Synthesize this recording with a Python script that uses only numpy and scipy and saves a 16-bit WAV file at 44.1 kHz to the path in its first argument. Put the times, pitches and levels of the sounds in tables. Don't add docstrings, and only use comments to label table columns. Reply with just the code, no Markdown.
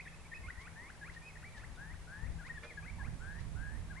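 import sys
import numpy as np
from scipy import signal
from scipy.fft import rfft, irfft
from scipy.io import wavfile
from scipy.ndimage import uniform_filter1d

SR = 44100
rng = np.random.default_rng(int(sys.argv[2]) if len(sys.argv) > 2 else 0)


def wav_out(sig):
    wavfile.write(sys.argv[1], SR, np.round(np.clip(np.atleast_2d(sig).T, -1, 1) * 32767).astype(np.int16))


N = 176400
EDGE_S = .005


def undb(db):
    return 10 ** (np.asarray(db) / 20)


def curve(t, rows, col=1):
    rows = np.array(rows)
    return np.interp(t, rows[:, 0], rows[:, col])


def at_hz(hz, rows):
    rows = np.array(rows)
    return np.interp(np.log(np.maximum(hz, 1)), np.log(rows[:, 0]), rows[:, 1])


def wander(rate_hz):
    hold = max(int(SR / rate_hz), 2)
    steps = np.repeat(rng.standard_normal(N // hold + 1), hold)
    drift = uniform_filter1d(uniform_filter1d(steps, hold), hold)[:N]
    return drift / drift.std()


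def noise(colour):
    # (frequency [Hz], correlation [0-1])
    likeness = [(30, 0.56), (70, 0.01), (150, 0.83), (300, 0.79), (600, .8), (1200, 0.73), (2400, 0.23),
                (4000, 0.11), (12000, 0)]
    hz = np.arange(N // 2 + 1) * SR / N
    alike = at_hz(hz, likeness)
    mid, side = rfft(rng.standard_normal((2, N)))
    mid, side = mid * np.sqrt(1 + alike), side * np.sqrt(1 - alike)
    stereo = irfft(np.array([mid + side, mid - side]) * undb(at_hz(hz, colour)), N)
    return stereo / stereo.std()


def phase_of(hz):
    return 2 * np.pi * np.cumsum(hz) / SR


def gate(t, start, end):
    return np.clip(np.minimum(t - start, end - t) / EDGE_S + .5, 0, 1)


def hum(t):
    # (frequency [Hz], level before the swell [dB])
    tones = [(162.4, -61.5), (59.87, -66), (228, -75.5)]
    # (time [s], gain [dB])
    swell = [(0, -2.5), (1.6, -3.5), (2.4, 1), (4, 4.5)]
    flutter_db, pitch_drift = 3, .01813
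    out = 0
    for hz, db in tones:
        gain = undb(db + flutter_db * wander(12))
        out = out + gain * np.sin(phase_of(hz * (1 + pitch_drift * wander(23))))
    return np.sqrt(2) * out * undb(curve(t, swell))


def wind(t):
    # (time [s], left [dB], right [dB])
    gusts = [(0, -58, -59), (0.3, -53.5, -63), (0.49, -50, -54), (0.54, -55, -66), (0.59, -51, -63),
             (0.7, -55.5, -63), (1.0, -51, -63), (1.1, -47, -61), (1.25, -57.5, -55), (1.68, -48.5, -56.5),
             (1.82, -42.5, -53.5), (2.15, -50.5, -55), (2.24, -36.5, -49.5), (2.33, -37, -47),
             (2.4, -46, -50.5), (2.53, -45.5, -43), (2.7, -53, -50.5), (3.0, -51, -41), (3.3, -53, -42),
             (3.48, -51.5, -39), (3.7, -62, -36), (3.85, -53, -45), (4, -54, -54.5)]
    # (frequency [Hz], relative density [dB])
    rumble = [(15, -7.5), (30, -1.5), (60, 2), (95, -2.5), (140, -10), (220, -16), (350, -32), (700, -34.5),
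              (2000, -70)]
    # (frequency [Hz], relative density [dB])
    air = [(25, 2.5), (60, 6.5), (120, 0.5), (200, -9.5), (300, -9), (450, -10.5), (700, -11), (1000, -10),
           (1400, -14), (2100, -13), (3000, -19), (5000, -21.5), (8000, -22), (11000, -23.5), (12000, -37)]
    trim_db, turbulence_db, air_db = -1, 3, -55.5
    gust_db = np.array([curve(t, gusts, 1), curve(t, gusts, 2)]) + turbulence_db * wander(11)
    return noise(rumble) * undb(trim_db + gust_db) + noise(air) * undb(air_db)


def buffets(t):
    # (time [s], left peak [dB], right peak [dB])
    eddies = [(0.482, -42, -34.5), (.586, -36.5, -55), (1.10, -44, -48), (2.236, -30, -44),
              (2.305, -28.5, -49), (3.414, -54, -33)]
    swing_hz, width_s = 62.4, .0073
    out = 0
    for centre, left_db, right_db in eddies:
        age = t - centre
        swing = np.cos(2 * np.pi * swing_hz * age) * np.exp(-(age / width_s) ** 2)
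        out = out - undb([[left_db], [right_db]]) * swing
    return out


def scuffs(t):
    # (peak time [s], level [dB], decay [s], share of body [0-1])
    rubs = [(0.619, -60.5, 0.0093, 0), (1.145, -61, 0.016, 0), (1.58, -58, 0.024, 0.25),
            (2.47, -60, 0.014, 0.24), (2.642, -51.5, .025, 0.76), (3.40, -58, 0.036, 0.42)]
    # (frequency [Hz], relative density [dB])
    body_colour = [(300, -13), (480, 10), (600, 2), (800, -10), (1250, 3), (1550, 6), (2200, 0), (2800, -4),
                   (3400, -9), (5000, -27), (11000, -32)]
    # (frequency [Hz], relative density [dB])
    hiss_colour = [(800, -1), (2500, 8), (4200, 10), (6500, 2), (11000, -26)]
    rise_s = .024
    body, hiss, out = noise(body_colour), noise(hiss_colour), 0
    for peak, db, decay, share in rubs:
        envelope = np.clip((t - peak) / rise_s + 1, 0, 1) * np.exp(-np.maximum(t - peak, 0) / decay)
        out = out + undb(db) * envelope * (share * body + (1 - share) * hiss)
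    return out


def knock(t):
    # (time [s], strength [dB])
    contacts = [(2.634, -52), (2.649, -50.5), (2.711, -57)]
    # (frequency [Hz], gain [dB], time to fall 60 dB [s])
    modes = [(472, -0.5, 0.11), (610, 0, .08), (1477, 0, 0.07), (1745, 4, 0.07), (2100, -2, .06),
             (3330, -14.5, 0.17)]
    contact_s = .0033
    ring = sum(undb(db - 60 * t / t60) * np.sin(2 * np.pi * hz * t) for hz, db, t60 in modes)
    grit, push = rng.standard_normal(N), 0
    for centre, db in contacts:
        contact = grit * np.exp(-((t - centre) / contact_s) ** 2)
        push = push + undb(db) * contact / np.sqrt(np.sum(contact ** 2))
    return signal.fftconvolve(push, ring)[:N]


def tree_line(t, song):
    # (delay [s], left [dB], right [dB])
    echoes = [(.052, -14.5, -18)]
    scatter_t60_s, scatter_db = .53, -6.5
    mono = song.mean(axis=0)
    tail = rng.standard_normal((2, N)) * undb(-60 * t / scatter_t60_s)
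    tail /= np.sqrt((tail ** 2).sum(axis=1, keepdims=True))
    out = song + undb(scatter_db) * signal.fftconvolve(mono[None], tail, axes=1)[:, :N]
    for delay, left_db, right_db in echoes:
        out = out + undb([[left_db], [right_db]]) * np.interp(t - delay, t, mono, left=0)
    return out


def small_birds(t):
    # (start [s], length [s], pitch [Hz], glide [Hz/s], level [dB])
    chirps = [(0.039, 0.063, 3900, -11000, -70.5), (1.75, .035, 3850, -14000, -69.5),
              (2.561, 0.15, 3510, -1200, -72), (3.191, 0.071, 7270, 8000, -74),
              (3.215, 0.11, 8400, 500, -80), (3.602, 0.059, 8100, 4500, -78), (3.692, .11, 8460, 2, -75)]
    trill_hz, trill_depth, pitch_jitter = 27.2, .49, .03
    out, waver = np.zeros(N), 1 + pitch_jitter * wander(600)
    for start, length, hz, glide, db in chirps:
        span = (t > start - EDGE_S) & (t < start + length + EDGE_S)
        age = t[span] - start
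        trill = 1 + trill_depth * np.sin(2 * np.pi * trill_hz * age)
        tone = np.sin(phase_of((hz + glide * age) * waver[span]))
        out[span] += undb(db) * gate(t[span], start, start + length) * trill * tone
    return out


def whoop(t):
    # (time [s], pitch [Hz], level [dB])
    arch = [(2.984, 863, -54), (3.003, 1145, -60), (3.018, 962, -59), (3.035, 760, -55)]
    tone = np.sqrt(2) * np.sin(phase_of(curve(t, arch)))
    return tone * undb(curve(t, arch, 2)) * gate(t, arch[0][0], arch[-1][0])


def syrinx(t, hz, db, buzz_hz, rough, drifts):
    harmonics = [2, -1.5, -29.5, -17]
    # (frequency [Hz], gain [dB])
    throat = [(500, -19), (800, -21), (1050, -16.5), (1250, -14), (1450, 0.5), (1650, 2), (1780, -2),
              (1890, 0.5), (2050, -3), (2300, -6), (2550, -5.5), (2800, -12), (3500, -28.5), (4600, -27),
              (5200, -22), (8000, -22)]
    # (time [s], left minus right [dB])
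    bearing = [(0, 1.7), (2, 4.1), (3.7, 7.8)]
    buzz_depth, buzz_swing, buzz_jitter = .33, .026, .03
    pitch_jitter, flutter_db, trim_db = .0048, .9, -1
    lean_db_per_octave = -8
    buzz_drift, pitch_drift, level_drift = drifts
    buzz_phase = phase_of(buzz_hz * (1 + buzz_jitter * buzz_drift))
    hz = hz * (1 + pitch_jitter * pitch_drift)
    phase = phase_of(hz * (1 + buzz_swing * rough * np.cos(buzz_phase)))
    voice = 0
    for k, harmonic_db in enumerate(harmonics, 1):
        pan_db = curve(t, bearing) + lean_db_per_octave * np.clip(np.log2(k * hz / 1750), 0, .7)
        stereo_db = harmonic_db + at_hz(k * hz, throat) + np.array([pan_db, -pan_db]) / 2
        voice = voice + np.sin(k * phase) * undb(stereo_db)
    buzz = 1 + buzz_depth * rough * np.sin(buzz_phase)
    return np.sqrt(2) * voice * buzz * undb(trim_db + db + flutter_db * level_drift)


def warbles(t, drifts):
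    # (time [s], pitch [Hz], level before the throat [dB])
    notes = [
        [(0, 1964, -41.5), (.012, 2590, -47), (.021, 2200, -57)],
        [(.055, 2026, -56), (.069, 1680, -52), (.078, 1900, -47), (.084, 2610, -53), (.092, 2600, -56)],
        [(.118, 1910, -66), (.13, 2500, -58), (.15, 2610, -55)],
        [(.19, 2450, -67), (.21, 2620, -54)],
        [(.248, 2440, -59), (.26, 2195, -54.5), (.274, 2430, -59)],
        [(.315, 1990, -56), (.321, 1807, -49), (.331, 1810, -46), (.337, 1915, -44), (.344, 2574, -53),
         (.356, 2515, -44.5), (.376, 2580, -50)],
        [(.426, 1201, -68), (.44, 1056, -45.5), (.46, 1073, -49.5), (.478, 1279, -50.5), (.489, 1488, -49),
         (.498, 1530, -56), (.506, 1930, -41.5), (.513, 2030, -54)],
        [(1.013, 854, -48.5), (1.036, 811, -49), (1.05, 971, -50), (1.078, 1269, -49.5), (1.091, 1570, -58),
         (1.102, 2070, -43)],
        [(1.163, 1970, -51), (1.168, 1828, -47.5), (1.181, 1870, -51.5)],
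        [(1.222, 2330, -57), (1.245, 2500, -58), (1.27, 2520, -50.5), (1.288, 2555, -45.5), (1.298, 2240, -59),
         (1.313, 2150, -53)],
        [(1.354, 2020, -52), (1.365, 1690, -57.5), (1.376, 1950, -51)],
        [(1.426, 1216, -54), (1.438, 1684, -61.5), (1.444, 1944, -49.5), (1.459, 2310, -53.5),
         (1.49, 2350, -50)],
        [(1.546, 974, -52), (1.565, 922, -56), (1.58, 851, -48), (1.593, 876, -51), (1.615, 1250, -57),
         (1.634, 1420, -61), (1.65, 2090, -49)],
        [(2.384, 765, -60), (2.402, 839, -51), (2.42, 700, -55), (2.434, 720, -55), (2.452, 922, -51),
         (2.474, 1080, -46.5), (2.489, 1384, -54.5), (2.497, 1880, -57)],
        [(2.496, 1930, -53), (2.503, 1870, -43), (2.521, 1855, -52.5)],
        [(2.544, 1920, -70), (2.568, 1856, -59), (2.58, 1710, -45.5), (2.592, 1760, -58)],
        [(2.63, 2290, -54), (2.655, 2420, -56), (2.698, 2460, -54), (2.707, 2210, -46), (2.727, 1836, -58.5)],
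        [(2.773, 1750, -50), (2.780, 1661, -44.5), (2.797, 1650, -56)],
        [(2.825, 1124, -50), (2.85, 1293, -52), (2.858, 1610, -54.5), (2.864, 2044, -50), (2.874, 2040, -56),
         (2.883, 2185, -43.5), (2.892, 2240, -51), (2.904, 2350, -45)],
        [(2.988, 916, -57), (3.003, 858, -49), (3.015, 807, -48.5), (3.028, 863, -53), (3.039, 953, -61),
         (3.049, 1054, -46), (3.072, 1414, -58), (3.086, 1940, -58)],
        [(3.898, 771, -59), (3.912, 829, -50.5), (3.932, 705, -56), (3.946, 695, -62), (3.958, 810, -53.5),
         (3.973, 1040, -49), (3.987, 1060, -44.5), (4, 1270, -62)],
    ]
    out = np.zeros((2, N))
    for note in notes:
        start, end = note[0][0], note[-1][0]
        span = (t > start - EDGE_S) & (t < end + EDGE_S)
        pitch, level_db = curve(t[span], note), curve(t[span], note, 2)
        voice = syrinx(t[span], pitch, level_db, buzz_hz=142.5, rough=.28, drifts=drifts[:, span])
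        out[:, span] += gate(t[span], start, end) * voice
    return out


def slurs(t, drifts):
    # (start [s], length [s], pitch [Hz], climb [Hz/s], final pitch [Hz],
    # level before the throat [dB], attack [s], fade [dB], buzz rate [Hz], hoarseness [factor])
    notes = [ (.573, .113, 967, 2270, 2176, -50, 0.0036, 2, 148, 0.4),
             (0.758, .153, 886, 1750, 2180, -49, 0.0046, 5.5, 184.6, 0.56),
             (1.768, 0.18, 759.5, 1249, 1910, -51.5, 0.012, 5.5, 173.3, 0.76),
             (2.071, .212, 765, 872, 1550, -49.5, 0.028, 8.5, 161.5, 1),
             (3.197, .218, 735, 858, 1465, -49, 0.042, 9.5, 155, 1.02),
             (3.553, 0.23, 742, 769, 1140, -48.5, 0.06, 13, 157.4, 0.9), ]
    scoop_hz, scoop_s, flick_s = 55, .0224, .0095
    onset_db, fade_power = 11.5, 2.74
    extra_hoarse, hoarse_s = .8, .035
    out, waver = np.zeros((2, N)), 1 + .007 * wander(60)
    for start, length, hz, climb, final_hz, db, attack, fade_db, buzz_hz, hoarse in notes:
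        span = (t > start - EDGE_S) & (t < start + length + EDGE_S)
        age = np.clip(t[span] - start, 0, length)
        scoop = scoop_hz * np.exp(-age / scoop_s)
        flick = (final_hz - hz - climb * length) * np.exp((age - length) / flick_s)
        pitch = (hz + climb * age - scoop + flick) * waver[span]
        level_db = db - onset_db * np.exp(-age / attack) - fade_db * (age / length) ** fade_power
        rough = hoarse * (1 + extra_hoarse * np.exp(-age / hoarse_s))
        voice = syrinx(t[span], pitch, level_db, buzz_hz, rough, drifts[:, span])
        out[:, span] += gate(t[span], start, start + length) * voice
    return out


def scene():
    t = np.arange(N) / SR
    drifts = np.array([wander(80), wander(200), wander(120)])
    song = warbles(t, drifts) + slurs(t, drifts) + whoop(t) + small_birds(t)
    return tree_line(t, song) + scuffs(t) + knock(t) + wind(t) + buffets(t) + hum(t)


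def record(dry):
    return signal.sosfilt(signal.ellip(10, .2, 70, 11800, fs=SR, output="sos"), dry)


dry = scene()
out = record(dry)
wav_out(out)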